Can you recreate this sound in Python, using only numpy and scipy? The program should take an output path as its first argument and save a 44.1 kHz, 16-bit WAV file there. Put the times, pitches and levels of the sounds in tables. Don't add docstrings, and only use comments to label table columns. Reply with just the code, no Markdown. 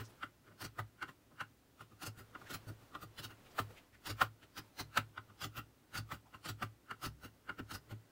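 import sys
import numpy as np
from scipy import signal
from scipy.fft import rfft, irfft, next_fast_len
from scipy.io import wavfile
from scipy.ndimage import uniform_filter1d

SR = 44100
rng = np.random.default_rng(int(sys.argv[2]) if len(sys.argv) > 2 else 0)


def put_to_file(sound):
    columns = np.atleast_2d(sound).T
    safe = np.clip(columns, -1, 1)
    whole_steps = np.round(safe * 32767)
    wavfile.write(sys.argv[1], SR, whole_steps.astype(np.int16))


N = 357651
STROKE = np.arange(-SR // 8, SR // 5) / SR
MIDDLING_KNOCK_DB = -38.5

# f/Hz, bandwidth/Hz, relative level/dB
RULER = [(570, 80, -13), (801, 76, -6), (1037, 78, -1.5), (1253, 129, 4.5), (1460, 156, 2),
         (1868, 70, -5.5), (2003, 160, -11), (2420, 240, -15.5), (2763, 180, -7), (3130, 860, -14),
         (3970, 1400, -20.5), (4700, 660, -23)]
# f/Hz, bandwidth/Hz, relative level/dB
BOARD = [(61.7, 32, -5.5), (109.5, 6.9, 11), (150, 15.8, 1.5), (200.5, 62, -4.5), (256, 27, -1),
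         (305, 19, 0.5), (387, 33, -6), (477, 94, -10), (606, 110, -10.5), (668, 66, -14.5)]
# f/Hz, gain/dB
WITHDRAW_EDGE = [(11000, 0), (15000, 4.5)]


def from_db(db):
    return 10 ** (np.asarray(db) / 20)


def rms_one(x):
    return x / np.sqrt(np.mean(x ** 2) + 1e-20)


def peak_one(x, size):
    return x / np.sqrt(uniform_filter1d(x ** 2, size).max() + 1e-20)


def add(out, s, sound):
    start = round((s + STROKE[0]) * SR)
    low, high = max(start, 0), min(start + len(sound), N)
    out[low:high] += sound[low - start:high - start]


def colour(x, spectrum):
    size = next_fast_len(len(x))
    hz, db = np.transpose(spectrum)
    gain = from_db(np.interp(np.log(np.fft.rfftfreq(size, 1 / SR) + 1), np.log(hz), db))
    return irfft(rfft(x, size) * gain, size)[:len(x)]


def resonate(x, modes, hollow_db=0, bright_db=0, spread_db=1.8):
    out = 0
    for k, (hz, width, db) in enumerate(modes):
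        r = np.exp(-np.pi * width / SR)
        ringing = signal.lfilter([1, 0, -1], [1, -2 * r * np.cos(2 * np.pi * hz / SR), r * r], x)
        register_db = hollow_db * (hz < 1350) + bright_db * (hz > 2400)
        gain = (-1) ** k * from_db(db + register_db + spread_db * rng.standard_normal())
        out = out + gain * (1 - r * r) / 2 * ringing
    return out


def swell(width_s, steepness, fade_s=0.055, lead_s=0):
    t = STROKE + lead_s
    return (1 + (t / width_s) ** 2) ** -steepness * np.exp(-(t / fade_s) ** 2)


def slips(spread_db):
    noise, sizes = rng.standard_normal((2, len(STROKE)))
    return rms_one(noise * from_db(spread_db * sizes))


def room_tone(air_db=-69, whine_hz=1990, whine_db=-90.5):
    # f/Hz, relative level/dB
    air_spectrum = [(20, -31), (45, -14.5), (62, 3), (80, -7.5), (105, 0.5), (190, -9), (280, -3),
                    (430, -11), (850, -17), (1500, -19), (2200, -22.5), (5000, -25.5), (11000, -29),
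                    (15500, -29)]
    air = from_db(air_db) * rms_one(colour(rng.standard_normal(N), air_spectrum))
    return air + from_db(whine_db) * np.sin(2 * np.pi * whine_hz * np.arange(N) / SR)


def sliding_hands():
    # t/s, level/dB
    effort = [(0, -70.5), (.15, -65.5), (.3, -77), (1.7, -81), (2.2, -72.5), (2.45, -62.5), (2.85, -67),
              (3.1, -69.5), (3.45, -65), (3.75, -62.5), (3.9, -75.5), (4.4, -76.5), (4.65, -70),
              (4.9, -71.5), (6.5, -81), (8.1, -73)]
    # f/Hz, relative level/dB
    skin = [(200, 19.5), (500, 17), (1400, 11.5), (2400, 6.5), (3300, 5), (5000, 1), (9000, -4.5),
            (15500, -6)]
    grip_db = rms_one(uniform_filter1d(uniform_filter1d(rng.standard_normal(N), 1500), 1500))
    effort_db = np.interp(np.arange(N) / SR, *np.transpose(effort))
    return from_db(effort_db + grip_db) * rms_one(colour(rng.standard_normal(N), skin))


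def crackle(spectrum, ripple_db=5.0, mode_spacing_hz=170):
    mode_db = ripple_db * np.clip(rng.standard_normal(128), -2, 2)
    mode_hz = mode_spacing_hz * (1 + np.arange(len(mode_db)))
    fibres = colour(slips(2.8), spectrum)
    return rms_one(colour(fibres, np.transpose([mode_hz, mode_db])))


def rip(width_s, paper_db, coarse_db, squeak_hz, ruler_db, board_db=-51.5, squeak_db=4.5):
    # f/Hz, relative level/dB
    tearing = [(600, 2), (1500, 6), (2300, -1), (2900, 3), (3600, 2), (4500, 7.5), (5800, 3), (7500, 0.5),
               (11000, -1.5), (13000, -3), (14500, -1.5)]
    # f/Hz, relative level/dB
    rubbing = [(500, -15.5), (800, 1), (1150, -7), (1430, -1.5), (1750, -1), (3000, 0)]
    force = swell(width_s * 1.514, 1.424, fade_s=0.15)
    fibres = colour(crackle(tearing), [(3600, coarse_db), (6800, 0)])
    fibres = colour(fibres, [(squeak_hz - 400, 0), (squeak_hz, squeak_db), (squeak_hz + 400, 0)])
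    paper = from_db(paper_db) * fibres * force
    friction = colour(slips(2.2), rubbing) * force
    ruler = from_db(ruler_db) * peak_one(resonate(friction, RULER), size=700)
    board = from_db(board_db) * peak_one(resonate(slips(1.7) * force, BOARD), size=700)
    return paper + ruler + board


def thump(level_db, rise_s=0.0018, spread_db=2.5, detune=0.022, damp_s=0.33):
    # f/Hz, relative level/dB, t60/s
    modes = [(31, -32.5, 0.29), (62, -12, 0.65), (108, 3.5, 0.27), (142.6, -14, 0.44), (216, -28.5, .2),
             (234.5, -12, 0.16), (298.5, -33.5, 0.25)]
    age = np.maximum(STROKE, 0)
    swing = 0
    for (hz, db, t60), (strength, load) in zip(modes, rng.standard_normal((len(modes), 2))):
        decay = from_db(db + spread_db * strength - 60 * age / t60)
        swing = swing + decay * np.sin(2 * np.pi * hz * (1 + detune * load) * age)
    envelope = (1 - np.exp(-(age / rise_s) ** 2)) * np.exp(-(age / damp_s) ** 2)
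    return from_db(level_db) * peak_one(swing * envelope, size=400)


def drags(coarse_db=-1, squeak_hz=2800):
    # t/s, width/s, paper/dB, ruler/dB, board and thump/dB, thump lag/s
    strokes = [(0.005, 0.013, -57.5, -50, -49, 0.004), (2.195, 0.015, -61, -58.5, -53, -0.021),
               (2.69, 0.012, -60, -57.5, -48, -0.021), (3.03, 0.01, -55, -51, -53, 0.02),
               (3.311, 0.011, -66, -56.5, -63, -0.008), (5.58, 0.011, -52, -45.5, -50, -0.002),
               (6.142, 0.011, -58, -55, -59, -0.0093), (7.248, 0.014, -57.5, -53.5, -52, -0.01),
               (7.595, 0.0069, -62, -48.5, -44.5, 0.015), (7.916, 0.012, -62.5, -55.5, -48.5, 0.002)]
    out = np.zeros(N)
    for s, width_s, paper_db, ruler_db, thump_db, lag_s in strokes:
        rasp = rip(width_s, paper_db, coarse_db, squeak_hz, ruler_db, board_db=thump_db)
        add(out, s, colour(rasp, WITHDRAW_EDGE))
        add(out, s + lag_s, thump(thump_db))
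    return out


def brushes(width_s=0.01, skirt_db=-17):
    # t/s, level/dB, f/Hz
    touches = [(0.056, -60.5, 5570), (0.098, -71, 10500), (2.474, -56.5, 1690), (3.469, -64.5, 2560),
               (3.518, -71, 5060), (3.71, -58.5, 452), (3.78, -58, 2240), (3.949, -63, 1850),
               (4.435, -63.5, 2900), (6.27, -65.5, 800)]
    out = np.zeros(N)
    for s, db, hz in touches:
        hump = [(hz / 10, 2 * skirt_db), (hz / 2, skirt_db), (hz, 0),
                (hz * 2, skirt_db), (hz * 10, 2 * skirt_db)]
        scrape = rms_one(colour(slips(3.6), hump))
        add(out, s, from_db(db) * scrape * swell(width_s, 0.77))
    return out


def clack(width_s, ruler_db, hollow_db, bright_db, nick_db, board_db, snap_lead_s=0.0035):
    # f/Hz, relative level/dB
    nick = [(600, -7.5), (2500, 9.5), (4500, 3.5), (6000, -3), (7500, -1), (11000, -4), (13500, -5)]
    snap = np.arange(len(STROKE)) == np.searchsorted(STROKE, -snap_lead_s)
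    scuff = 0.32 * slips(2.55) * swell(width_s * 0.73, 0.63, fade_s=0.053, lead_s=0.0018)
    push = slips(2) * swell(width_s * 1.5, 0.62, lead_s=0.0012)
    bite = swell(width_s + 0.0044, 0.6, fade_s=0.064, lead_s=-0.0028)
    ruler = from_db(ruler_db) * peak_one(resonate(snap + scuff, RULER, hollow_db, bright_db), size=176)
    board = from_db(board_db) * peak_one(resonate(push, BOARD), size=700)
    paper = from_db(nick_db) * crackle(nick, ripple_db=2.5) * bite
    return ruler + board + paper


def taps(middling_width_s=0.0041, halving_db=24, bright_db=-1.5):
    # t/s, ruler/dB, hollowness/dB, nick in the top sheet/dB
    knocks = [(0.235, -37.5, -4, -61), (0.48, -61, 0, -78), (0.52, -63.5, -5, -84), (1.03, -37.5, -5, -66),
              (1.091, -50, -1.5, -64), (1.32, -66.5, 5, -92), (1.412, -37.5, -2.5, -61),
              (1.812, -48.5, 1.5, -62), (1.924, -62.5, 10, -77), (2.356, -45.5, 0, -77),
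              (2.42, -54, 15, -81), (2.827, -67.5, 12, -75), (2.954, -41, 2, -66), (3.706, -62.5, 2, -88),
              (4.434, -61, -1.5, -77), (5.181, -39, -0.5, -79), (5.303, -58.5, -2, -86.5),
              (6.347, -48.5, -2.5, -67), (6.914, -39, -4.5, -63.5), (7.498, -37, -2.5, -69)]
    out = np.zeros(N)
    for s, ruler_db, hollow_db, nick_db in knocks:
        excess_db = ruler_db - MIDDLING_KNOCK_DB
        width_s = middling_width_s * 2 ** (-excess_db / halving_db)
        board_db = -54 + 0.36 * excess_db
        add(out, s, clack(width_s, ruler_db, hollow_db, bright_db, nick_db, board_db))
    return out


def pierces(first_squeak_hz=3200, thump_lag_s=0.007):
    # first push t/s, second push t/s, first crackle/dB, second crackle/dB,
    # coarseness/dB, second squeak f/Hz, ruler base level/dB, thump/dB
    holes = [(0.62, 0.65, -48.5, -47.5, 1.5, 5860, -51.5, -48),
             (2.031, 2.069, -48, -45, -1.5, 5700, -51, -49),
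             (2.511, 2.546, -51, -45, 1.5, 4200, -50, -52.5),
             (3.194, 3.246, -51, -47.5, 4, 2800, -54.5, -59),
             (4.072, 4.104, -48, -45.5, 6, 3930, -50.5, -44.5),
             (4.583, 4.802, -49.5, -45, 5, 4150, -52, -47),
             (5.422, 5.445, -49.5, -45.5, 3, 3460, -47.5, -48.5),
             (5.955, 5.98, -49.5, -44.5, 2.5, 2820, -45.5, -43.5),
             (6.46, 6.494, -50.5, -46, 2.5, 5100, -48, -44.5),
             (7.038, 7.058, -49.5, -44, 1, 5100, -46, -42), (7.716, 7.75, -51, -46, -0.5, 5100, -48.5, -52)]
    out = np.zeros(N)
    for first_s, second_s, first_db, second_db, coarse_db, squeak_hz, ruler_db, thump_db in holes:
        add(out, first_s, rip(0.0096, first_db, coarse_db + 2, first_squeak_hz, ruler_db + 1))
        add(out, second_s, rip(0.01, second_db, coarse_db, squeak_hz, ruler_db + 0.5))
        add(out, second_s + thump_lag_s, thump(thump_db))
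    return out


def slaps(clack_width_s=0.0028, clap_width_s=0.0096, clap_re_ruler_db=-5.5, thump_lag_s=0.009):
    # t/s, ruler/dB, hollowness/dB, brightness/dB, torn rim/dB, thump/dB
    jerks = [(0.794, -37, 0, -27, -56.5, -50), (3.592, -29.5, 13, -2, -44.5, -42),
             (4.219, -24, -0.5, 1.5, -43, -47), (4.977, -27.5, -5, 2.5, -46.5, -47),
             (6.121, -40, 8, -5, -52.5, -54), (6.629, -36.5, -0.5, -0.5, -52.5, -48)]
    # f/Hz, relative level/dB
    sheets = [(250, -22.5), (500, -4), (850, 0.5), (1400, -0.5), (1950, -2), (2400, -16), (3200, -15),
              (6000, -28.5)]
    out = np.zeros(N)
    for s, ruler_db, hollow_db, bright_db, rim_db, thump_db in jerks:
        board_db = -46 + 0.15 * (ruler_db - MIDDLING_KNOCK_DB)
        slap = clack(clack_width_s, ruler_db, hollow_db, bright_db, rim_db, board_db)
        clap = peak_one(colour(slips(5.3), sheets) * swell(clap_width_s, 1.6), size=300)
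        add(out, s, colour(slap, WITHDRAW_EDGE))
        add(out, s, from_db(ruler_db + clap_re_ruler_db) * clap)
        add(out, s + thump_lag_s, thump(thump_db))
    return out


def room_tail(x, level_db=-19, t60_s=0.12, delay_s=0.006, cutoff_hz=5100):
    age = np.arange(SR // 2) / SR
    lowpass = signal.butter(2, cutoff_hz, "low", fs=SR, output="sos")
    reflections = signal.sosfilt(lowpass, rng.standard_normal(len(age)))
    tail = reflections * from_db(-60 * age / t60_s) * (age > delay_s)
    return from_db(level_db) * signal.fftconvolve(x, tail / np.sqrt(np.sum(tail ** 2)))[:N]


def scene():
    work = taps() + pierces() + slaps() + drags() + brushes()
    return (work + room_tail(work) + room_tone() + sliding_hands())[None]


def record(dry, cutoff_hz=15750):
    # f/Hz, gain/dB
    treble_lift = [(12500, 0), (15300, 3)]
    lowpass = signal.ellip(12, .1, 80, cutoff_hz, fs=SR, output="sos")
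    return signal.sosfilt(lowpass, colour(dry[0], treble_lift))[None]


dry = scene()
out = record(dry)
put_to_file(out)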